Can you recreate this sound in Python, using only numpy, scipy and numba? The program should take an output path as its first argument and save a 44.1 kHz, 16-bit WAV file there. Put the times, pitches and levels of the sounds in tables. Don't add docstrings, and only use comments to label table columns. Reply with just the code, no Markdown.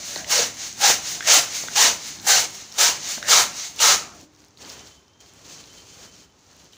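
import sys
import numpy as np
from scipy import signal
from scipy.fft import rfft, irfft, next_fast_len
from scipy.io import wavfile
from scipy.ndimage import uniform_filter1d
from numba import njit

SR = 44100
rng = np.random.default_rng(int(sys.argv[2]) if len(sys.argv) > 2 else 0)


def wrap_up_sound(samples):
    columns = np.atleast_2d(samples).T
    tamed = np.clip(columns, -1, 1)
    steps = np.round(tamed * 32767).astype(np.int16)
    wavfile.write(sys.argv[1], SR, steps)


def voltage_ratio(level):
    return 10 ** (np.asarray(level, float) / 20)


N = 298557
TIME = np.arange(N) / SR
PUMP_ENDS_S = 4.25


# frequency in Hz, density in dB per Hz.
JET_SPECTRUM = [(120, -46), (235, -5.5), (380, -11), (790, -5), (1090, -12.5), (1570, -6.5), (3200, -2),
                (6000, -1), (16000, -4)]
# middle in s, length in s, pitch in Hz, level in dB over jet.
LOW_CAVITY = [(0.005, 0.052, 580, 14), (0.205, 0.13, 600, 18), (0.277, .04, 600, -1),
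              (0.329, 0.026, 1010, 12), (0.362, 0.023, 520, -3), (0.41, 0.072, 472, 17),
              (0.856, .12, 808, 14.5), (1.193, 0.075, 700, 12.5), (1.285, 0.037, 613, 9.5),
              (1.355, 0.092, 780, 3.5), (1.66, 0.059, 520, 11), (1.79, 0.03, 845, 8),
              (1.82, 0.2, 1000, 6.5), (2.284, .08, 804, 10), (2.397, 0.12, 750, 7), (2.81, 0.063, 875, 0),
              (2.884, 0.058, 990, 5), (3.238, 0.069, 564, 16.5), (3.403, 0.07, 850, 7.5),
              (3.853, 0.088, 910, 4.5), (4.2, 0.099, 592, 14.5)]
# middle in s, length in s, pitch in Hz, level in dB over jet.
HIGH_CAVITY = [(.19, 0.07, 1500, 12.5), (.35, 0.11, 1520, 0.5), (.86, 0.17, 1560, 4.5),
               (1.225, .03, 1800, 12.5), (1.26, 0.038, 1900, 7), (1.37, 0.22, 1440, -2),
               (1.81, 0.097, 1730, 2.5), (2.28, 0.23, 1600, 5), (2.801, 0.14, 1380, 3),
               (3.24, 0.046, 1800, 14.5), (3.27, .03, 1730, 10.5), (3.35, 0.26, 1240, -2),
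               (3.41, 0.22, 1330, 5), (3.88, 0.15, 1240, 7.5), (3.97, 0.089, 1360, -0.5),
               (4.12, 0.16, 1290, 10)]
# middle in s, length in s, pitch in Hz, level in dB over jet.
NOZZLE_CAVITY = [(.37, 0.15, 4420, -1.5), (.86, .1, 4020, -2.5), (1.3, 0.073, 2590, 0.5),
                 (1.765, 0.041, 2900, -6), (1.828, 0.069, 3880, -8), (2.307, 0.14, 4250, -6),
                 (2.82, 0.072, 3700, -5.5), (3.293, 0.027, 2900, -3), (3.364, 0.073, 4200, -5),
                 (3.796, 0.018, 2930, 7), (3.88, .12, 4360, -6)]
# frequency in Hz, width in Hz, level in dB.
INLET_MODES = [
    (2240, 680, -11),
    (4250, 1100, -8),
    (6400, 1600, -4.5),
]


def pump():
    eddies = grains(3000, 4.6, .12) * voltage_ratio(1.0 * walk(150) + 1.5 * walk(45))
    boom = air(push_db=-11.5, pull_db=-18, after_db=1.5, dying=0.77) * colour(eddies, JET_SPECTRUM, 370, 1190)
    body = air(push_db=-7.5, pull_db=-10, after_db=-3, dying=0.85) * colour(eddies, JET_SPECTRUM, 1040, 2660)
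    lows = voltage_ratio(-4.5) * boom + voltage_ratio(-2.5) * body
    low_rings = rings(lows, LOW_CAVITY, wander=.033, width_hz=76.0)
    high_rings = rings(lows, HIGH_CAVITY, wander=0.052, width_hz=210.0)
    lows = lows + low_rings + high_rings

    jet = air(push_db=0, pull_db=-1, after_db=1.5, dying=1) * colour(eddies, JET_SPECTRUM, 3153, 8070)
    jet += rings(jet + lows, NOZZLE_CAVITY, wander=0.048, width_hz=290.0)
    top = voltage_ratio(3.6 * walk(40)) * colour(eddies, JET_SPECTRUM, 8210, 30000)
    top = air(push_db=-11.5, pull_db=-13, after_db=-15.5, dying=1.17) * top

    breath = colour(rng.standard_normal(N), JET_SPECTRUM, 1500, 8000)
    inlet = np.zeros(N)
    for hz, width_hz, db in INLET_MODES:
        inlet += voltage_ratio(db) * unit_rms(band_pass(breath, hz * (1 + .02 * walk(15)), 1. * width_hz))
    inlet = air(push_db=-31, pull_db=-1.9, after_db=-30, dying=2) * inlet
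    return room(jet + inlet + lows + top, wet_db=-8.5)


# full speed in s, held in s, hiss in dB, rising slope in dB/s, dying slope in dB/s.
PULLS = [
    (.03, 0.16, -33, 110, 270),
    (.61, 0.046, -31, 220, 150),
    (1.061, 0.06, -28, 350, 145),
    (1.535, 0.076, -28.5, 270, 170),
    (1.735, .012, -37.5, 560, 300),
    (2.05, 0.052, -33, 190, 174),
    (2.55, 0.067, -39, 200, 140),
    (3.069, 0.069, -27.5, 230, 220),
    (3.579, 0.082, -31.5, 250, 300),
]
# valve pop in s, held in s, jet in dB, dying slope in dB/s, jump at the pop in dB.
PUSHES = [
    (0.294, 0.093, -18, 250, 7),
    (0.809, 0.084, -15, 300, 3),
    (1.271, 0.075, -11, 261, 5.5),
    (1.756, 0.1, -14, 293, 12),
    (2.267, 0.085, -15, 315, 12.5),
    (2.375, 0.056, -30.5, 1600, 2.5),
    (2.781, 0.073, -14.5, 275, 15),
    (3.282, 0.078, -12, 248, 9),
    (3.801, 0.096, -14, 286, 11),
]


def air(push_db=0, pull_db=0, after_db=0, dying=1):
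    rise_s, rise_db_s = 0.024, 501.5
    flow = sum(voltage_ratio(stroke(s, held, db + pull_db, rise, fall)) for s, held, db, rise, fall in PULLS)
    for s, held, db, fall, _ in PUSHES:
        flow += voltage_ratio(stroke(s + rise_s, held, db + push_db, rise_db_s, dying * fall))
    last_s = PUSHES[-1][0] + PUSHES[-1][1]
    sigh = every_sample(voltage_ratio(stroke(last_s, held=0.085, db=-43, rise=rise_db_s, fall=79)))
    leak = voltage_ratio(-55.5) * (TIME < last_s)
    flow = every_sample(flow) + voltage_ratio(after_db) * (sigh + leak)
    return flow * voltage_ratio(valve()) * (TIME < PUMP_ENDS_S)


def valve():
    db = np.zeros(N)
    for s, *_, jump_db in PUSHES:
        db += jump_db * np.tanh((TIME - s) / 0.0027) * np.exp(-np.abs(TIME - s) / 0.012) / 2
    return db


def rings(x, table, wander, width_hz):
    middle_s, length_s, hz, db = np.transpose(table)
    gain = np.zeros(N)
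    for middle, length, ring_db in zip(middle_s, length_s, db):
        gain += voltage_ratio(ring_db) * np.exp(-(2 * (TIME - middle) / length) ** 2)
    pitch_hz = np.interp(TIME, middle_s, hz) * (1 + wander * walk(30))
    return gain * band_pass(x, pitch_hz, width_hz)


# frequency in Hz, density in dB per Hz.
FOIL_SPECTRUM = [(200, -27.5), (430, -0.5), (980, -6), (1830, -7), (3500, -5.5), (6000, -8), (16000, -10)]
# start in s, peak in dB, centre in Hz.
SNAPS = [(.1765, -25, 6400), (.194, -23, 5500), (.245, -31, 5600), (1.685, -30, 6200), (.7275, -24, 6500),
         (1.676, -27, 3800), (2.187, -32, 3600), (2.199, -27, 4100), (2.2455, -30, 5300),
         (2.719, -31, 5400), (2.7242, -26, 5700), (2.741, -31, 5430), (3.2278, -27, 6000),
         (3.7622, -30, 6200), (4.2125, -38, 5800), (4.3496, -45, 6000), (4.3625, -46, 5500),
         (4.4037, -45, 5950), (4.4185, -46, 5000), (4.4407, -44, 4180), (4.4476, -45, 6200),
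         (4.4539, -46, 4600), (4.4833, -46, 5200), (4.508, -47, 5900), (4.5735, -37, 4030),
         (4.578, -46, 6500), (4.586, -42, 4600), (4.595, -43, 5500), (4.606, -38, 6310),
         (4.6493, -31, 4600), (4.6957, -33, 6000), (4.6999, -27, 5300), (4.794, -35, 6000),
         (4.8722, -35, 5300), (5.0809, -46, 5500), (5.1346, -50, 5200), (5.2048, -39, 6600),
         (5.211, -43, 6600), (5.2623, -42, 4300), (5.3366, -44, 7200), (5.452, -41, 4000),
         (5.481, -37, 6060), (5.64, -36, 4020), (5.6575, -39, 5860), (5.731, -39, 5900),
         (5.8206, -38, 5000), (5.8875, -42, 6100), (6.1548, -41, 5940), (6.1646, -41, 5500),
         (6.323, -51, 5500), (6.3919, -49, 6460), (6.4084, -49, 6630), (6.466, -46, 6020),
         (6.514, -44, 6310), (6.6, -45, 3500), (6.6455, -43, 6200), (6.655, -44, 6300), (6.7246, -44, 5300)]
# start in s, peak in dB.
CRACKS = [(.5449, -42), (1.6827, -43), (2.2168, -42), (2.5076, -42), (2.7245, -45), (2.7416, -44),
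          (3.2283, -42), (3.7625, -40), (4.1645, -54), (4.213, -49), (4.234, -57), (4.339, -64),
          (4.3628, -63), (4.4167, -62), (4.4481, -52), (4.4851, -57), (4.5738, -59), (4.578, -59),
          (4.587, -57), (4.6962, -45), (4.7002, -43), (5.0812, -67), (5.2051, -58), (5.2111, -55),
          (5.2628, -57), (5.3371, -54), (5.7315, -55), (6.3004, -68), (6.3922, -66), (6.5665, -53),
          (6.6433, -54), (6.726, -61), (6.7336, -60), (6.7675, -61)]


def foil():
    crinkle = grains(1200, 4.5, 0.2) * voltage_ratio(2.8 * walk(70) + 1.5 * walk(37))
    middle = voltage_ratio(0.47 * walk(36)) * colour(crinkle, FOIL_SPECTRUM, 2270, 4160)
    bright = voltage_ratio(4.5 + 1.8 * walk(26)) * colour(crinkle, FOIL_SPECTRUM, 4630, 8000)
    low = voltage_ratio(-6 + 1.9 * walk(25)) * colour(grains(300, 1.8, .2), FOIL_SPECTRUM, 360, 2160)
    top = voltage_ratio(-14 + 2.5 * walk(60)) * colour(crinkle, FOIL_SPECTRUM, 8170, 30000)
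    out = hands() * voltage_ratio(-0.56) * (voltage_ratio(-6.5) * (middle + bright) + low + top)
    for s, peak_db, hz in SNAPS:
        add_ring(out, s, peak_db + 9, hz, .004)
        add_ring(out, s, peak_db + 2, 0.7 * hz, .0035)
    for s, peak_db in CRACKS:
        for hz in (9300, 11800, 14900):
            add_ring(out, s - .0004, peak_db + 10, hz, .002, rise_s=.0001)
    return out


# full grip in s, held in s, rustle in dB, rising slope in dB/s, dying slope in dB/s.
GRIPS = [(4.17, 0.064, -50, 100, 590), (4.4, 0.048, -55.5, 110, 170), (4.59, .012, -56.5, 900, 91),
         (4.612, 0.067, -44.5, 870, 59), (4.7, 0.017, -46.5, 170, 190), (4.78, 0.1, -50.5, 144, 180),
         (5.207, .02, -51.5, 2500, 47), (5.39, 0.036, -56.5, 150, 110), (5.455, 0.018, -61, 700, 95),
         (5.49, 0.051, -44, 320, 46), (5.77, 0.032, -53.5, 96, 120), (5.94, 0.054, -50.5, 140, 107),
         (6.025, 0.031, -48.5, 250, 200), (6.17, .075, -54, 220, 500), (6.525, .15, -52, 100, 330),
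         (6.732, .05, -54.5, 900, 100)]


def hands():
    return every_sample(sum(voltage_ratio(stroke(*grip)) for grip in GRIPS))


# start in s, peak in dB, ring in Hz, upper ring in dB re peak,
# upper ring in Hz.
KNOCKS = [(.159, -19.5, 1920, 7, 4250), (.1625, -19, 626, -4, 4040), (.2445, -23, 2000, 0, 2950),
          (.901, -6.5, 770, -11.5, 5910), (1.2069, -13.5, 1600, -6, 3400), (1.226, -18.5, 1760, -7, 3350),
          (1.231, -27.5, 1770, -9, 5340), (1.638, -23.5, 725, -13.5, 3390), (1.684, -15.5, 1520, -5, 3520),
          (3.176, -24, 1580, -9, 3500), (3.181, -24.5, 690, -6.5, 3440), (3.227, -15, 1570, -5, 3780),
          (3.247, -22.5, 1840, -9, 3850), (3.792, -16.5, 2870, -2, 4090)]
# start in s, peak in dB.
RATTLES = [
    (6.7328, -41),
    (6.749, -51),
    (6.768, -47),
]
# start in s, peak in dB, ring in Hz.
THUMPS = [
    (.161, -35, 310),
    (.43, -32, 223),
    (0.901, -19.5, 434),
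    (1.372, -24.5, 302),
    (1.845, -25, 269),
    (2.888, -35, 297),
    (1.633, -33.5, 200),
    (3.173, -30.5, 238),
    (3.389, -33.5, 343),
    (4.23, -41, 284),
]


def knocks():
    out = np.zeros(N)
    for s, db, hz, upper_db, upper_hz in KNOCKS:
        add_ring(out, s, db + 1.5, hz, .012, rise_s=.0006)
        add_ring(out, s, db - 1.5, 1.25 * hz, .009, rise_s=.0006)
        add_ring(out, s + .0004, db + upper_db + 3.5, upper_hz, .007, rise_s=.0005)
        add_ring(out, s, db + upper_db - 1.0, 1.5 * upper_hz, .003)
    for s, db in RATTLES:
        add_ring(out, s, db + 3.5, 3060, .018, rise_s=.0009)
        add_ring(out, s, db + 2.5, 3900, .016, rise_s=.0009)
    for s, db, hz in THUMPS:
        add_ring(out, s, db, hz, .06, rise_s=0.0013)
    return room(out, wet_db=-9)


def balloon():
    start_s, sag_db_s = 4.04, 17
    hz = np.full(N, 300.)
    db = every_sample(stroke(start_s, held=0.46, db=-56, rise=250, fall=386))
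    db = db - sag_db_s * np.maximum(TIME - start_s, 0)
    stir = unit_rms(band_pass(band_pass(rng.standard_normal(N), hz, 35.), hz, 35.))
    tone = np.sin(2 * np.pi * np.cumsum(hz * (1 + .03 * walk(12))) / SR)
    return voltage_ratio(db) * (.6 * stir + 1.1 * tone)


# middle in s, length in s, level in dB.
CHIRPS = [(4.645, .03, -57), (4.71, .05, -56), (4.77, .04, -60), (4.83, .05, -59), (4.92, 0.037, -57.5),
          (4.98, 0.034, -58), (5.027, .035, -76), (5.093, 0.047, -69.5), (5.148, 0.038, -66.5),
          (5.21, 0.042, -56.5), (5.257, 0.042, -65), (5.318, 0.055, -66), (5.372, .04, -64),
          (5.517, 0.036, -62), (5.593, .04, -57), (5.718, .045, -57), (5.79, .075, -54.5),
          (5.9, .04, -62.5), (5.935, .04, -59), (6.09, 0.07, -58), (6.145, 0.045, -67), (6.24, 0.05, -61),
          (6.305, 0.037, -66.5)]
# time in s, frequency in Hz.
CHIRP_PITCH = [(4.6, 3080), (5.12, 3068), (5.135, 3150), (5.4, 3155), (5.6, 3080), (5.8, 3095),
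               (6.05, 3068), (6.35, 3062)]


def cricket():
    size = np.zeros(N)
    for s, length, db in CHIRPS:
        away = np.abs(TIME - s)
        pulse = np.clip(1.5 - 3 * away / length, 0, 1)
        echo = 0.2 * np.exp(-away / 0.06)
        size += voltage_ratio(db + 1.5) * (pulse + echo)
    flutter = voltage_ratio(2.5 * walk(160))
    pitch_s, pitch_hz = np.transpose(CHIRP_PITCH)
    hz = np.interp(TIME, pitch_s, pitch_hz)
    return size * flutter * np.sin(2 * np.pi * np.cumsum(hz) / SR)


# frequency in Hz, density in dB per Hz.
FLOOR_SPECTRUM = [(250, -2), (690, -6.5), (870, -4), (1840, -12.5), (6000, -16), (16000, -20.5)]
# frequency in Hz, density in dB per Hz.
RUMBLE_SPECTRUM = [(18, -61), (30, -34.5), (46, -10.5), (59, 0), (108, 0.5), (123, -5.5), (151, 0.5),
                   (207, -3), (283, -2), (312, -2.5), (379, -4.5), (400, 2.5), (520, -39), (880, -120)]
# start in s, rumble in dB.
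SHOVES = [(.02, -61), (.17, -46), (.43, -39), (.66, -56), (.9, -39), (1.18, -48.5), (1.38, -41.5),
          (1.64, -48.5), (1.87, -40), (2.2, -47), (2.4, -42), (2.89, -46), (3.05, -53), (3.27, -50),
          (3.41, -38.5), (3.92, -40), (4.65, -61), (6.2, -64)]


def house():
    effort = voltage_ratio(-61.5) + voltage_ratio(-56) * (TIME < PUMP_ENDS_S)
    effort = effort + voltage_ratio(-7.5) * uniform_filter1d(hands(), SR // 10)
    effort += every_sample(sum(voltage_ratio(stroke(s, 0.018, db, 120, 130)) for s, db in SHOVES))
    rumble = effort * voltage_ratio(-4.5 + walk(10)) * colour(rng.standard_normal(N), RUMBLE_SPECTRUM, 110, 385)
    deep = effort ** 0.62 * voltage_ratio(-28.5) * colour(rng.standard_normal(N), RUMBLE_SPECTRUM, 13, 123)
    return rumble + deep + voltage_ratio(-60.5) * colour(rng.standard_normal(N), FLOOR_SPECTRUM, 350, 30000)


def room(x, wet_db):
    t60_s = 0.27
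    t = np.arange(SR // 2) / SR
    tail = rng.standard_normal(len(t)) * voltage_ratio(-60 * t / t60_s) * (t > .003)
    wet = signal.fftconvolve(x, tail / np.sqrt(np.sum(tail ** 2)))[:N]
    return (x + voltage_ratio(wet_db) * wet) / np.sqrt(1 + voltage_ratio(2 * wet_db))


def add_ring(out, s, db, hz, t60, rise_s=0.00028):
    start = int(s * SR)
    t = np.arange(min(int(t60 * SR), N - start)) / SR
    swell = 1 - np.exp(-(t / rise_s) ** 2)
    out[start:][:len(t)] += voltage_ratio(db - 60 * t / t60) * swell * np.sin(2 * np.pi * hz * t)


def stroke(s, held, db, rise, fall):
    t, knee_db = np.arange(0, N, 16) / SR, 2.5
    before = np.logaddexp(0, rise * (s - t) / knee_db)
    after = np.logaddexp(0, fall * (t - s - held) / knee_db)
    return db - knee_db * (before + after)


def every_sample(x):
    return np.interp(np.arange(N), np.arange(0, N, 16), x)


def grains(rate, spread_db, share):
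    size_db = spread_db * np.minimum(rng.exponential(size=N), 3)
    clicks = (rng.random(N) < rate / SR) * voltage_ratio(size_db) * np.sign(rng.standard_normal(N))
    share = np.clip(share, 0, 1)
    return np.sqrt(1 - share) * rng.standard_normal(N) + np.sqrt(share) * unit_rms(clicks)


def walk(rate):
    hold = max(int(SR / rate), 1)
    steps = np.repeat(rng.standard_normal(N // hold + 1), hold)
    return 0.7 * uniform_filter1d(uniform_filter1d(steps, hold), hold)[:N]


@njit
def band_pass(x, hz, width):
    y, band, low = np.empty(len(x)), 0., 0.
    for i in range(len(x)):
        g, k = np.tan(np.pi * hz[i] / SR), width / hz[i]
        v = (band + g * (x[i] - low)) / (1 + g * (g + k))
        band, low, y[i] = 2 * v - band, low + 2 * g * v, k * v
    return y


def unit_rms(x):
    return x / np.sqrt(np.mean(x ** 2))


# frequency in Hz, gain in dB.
MIC_RESPONSE = [(3000, 1.5), (5000, 2.5), (6500, 7), (7300, 0), (8000, -9), (10000, -12), (13700, -20),
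                (14300, -12), (15000, -5), (15500, -9), (15800, -38.5)]


def colour(x, spectrum, lo_hz, hi_hz):
    size = next_fast_len(N)
    f = np.arange(1, size // 2 + 2) * SR / size
    gain_db = np.zeros(len(f))
    for curve in (spectrum, MIC_RESPONSE):
        hz, db = np.transpose(curve)
        gain_db += np.interp(np.log(f), np.log(hz), db)
    above_lo = np.clip(.5 + 2 * np.log2(f / lo_hz), 0, 1)
    above_hi = np.clip(.5 + 2 * np.log2(f / hi_hz), 0, 1)
    window = np.sqrt(above_lo - above_hi)
    return unit_rms(irfft(rfft(x, size) * voltage_ratio(gain_db) * window, size)[:N])


def scene():
    return np.tile(pump() + foil() + knocks() + cricket() + house() + balloon(), (2, 1))


def low_pass(x):
    return signal.sosfilt(signal.butter(12, 16790, fs=SR, output="sos"), x)


def record(dry):
    rounded = dry / (1 + np.abs(dry) ** 8) ** (1 / 8)
    top_cut = signal.ellip(8, .2, 60, 15750, fs=SR, output="sos")
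    mix = 0.91 * signal.sosfilt(top_cut, rounded)
    return low_pass(mix)


dry = scene()
out = record(dry)
wrap_up_sound(out)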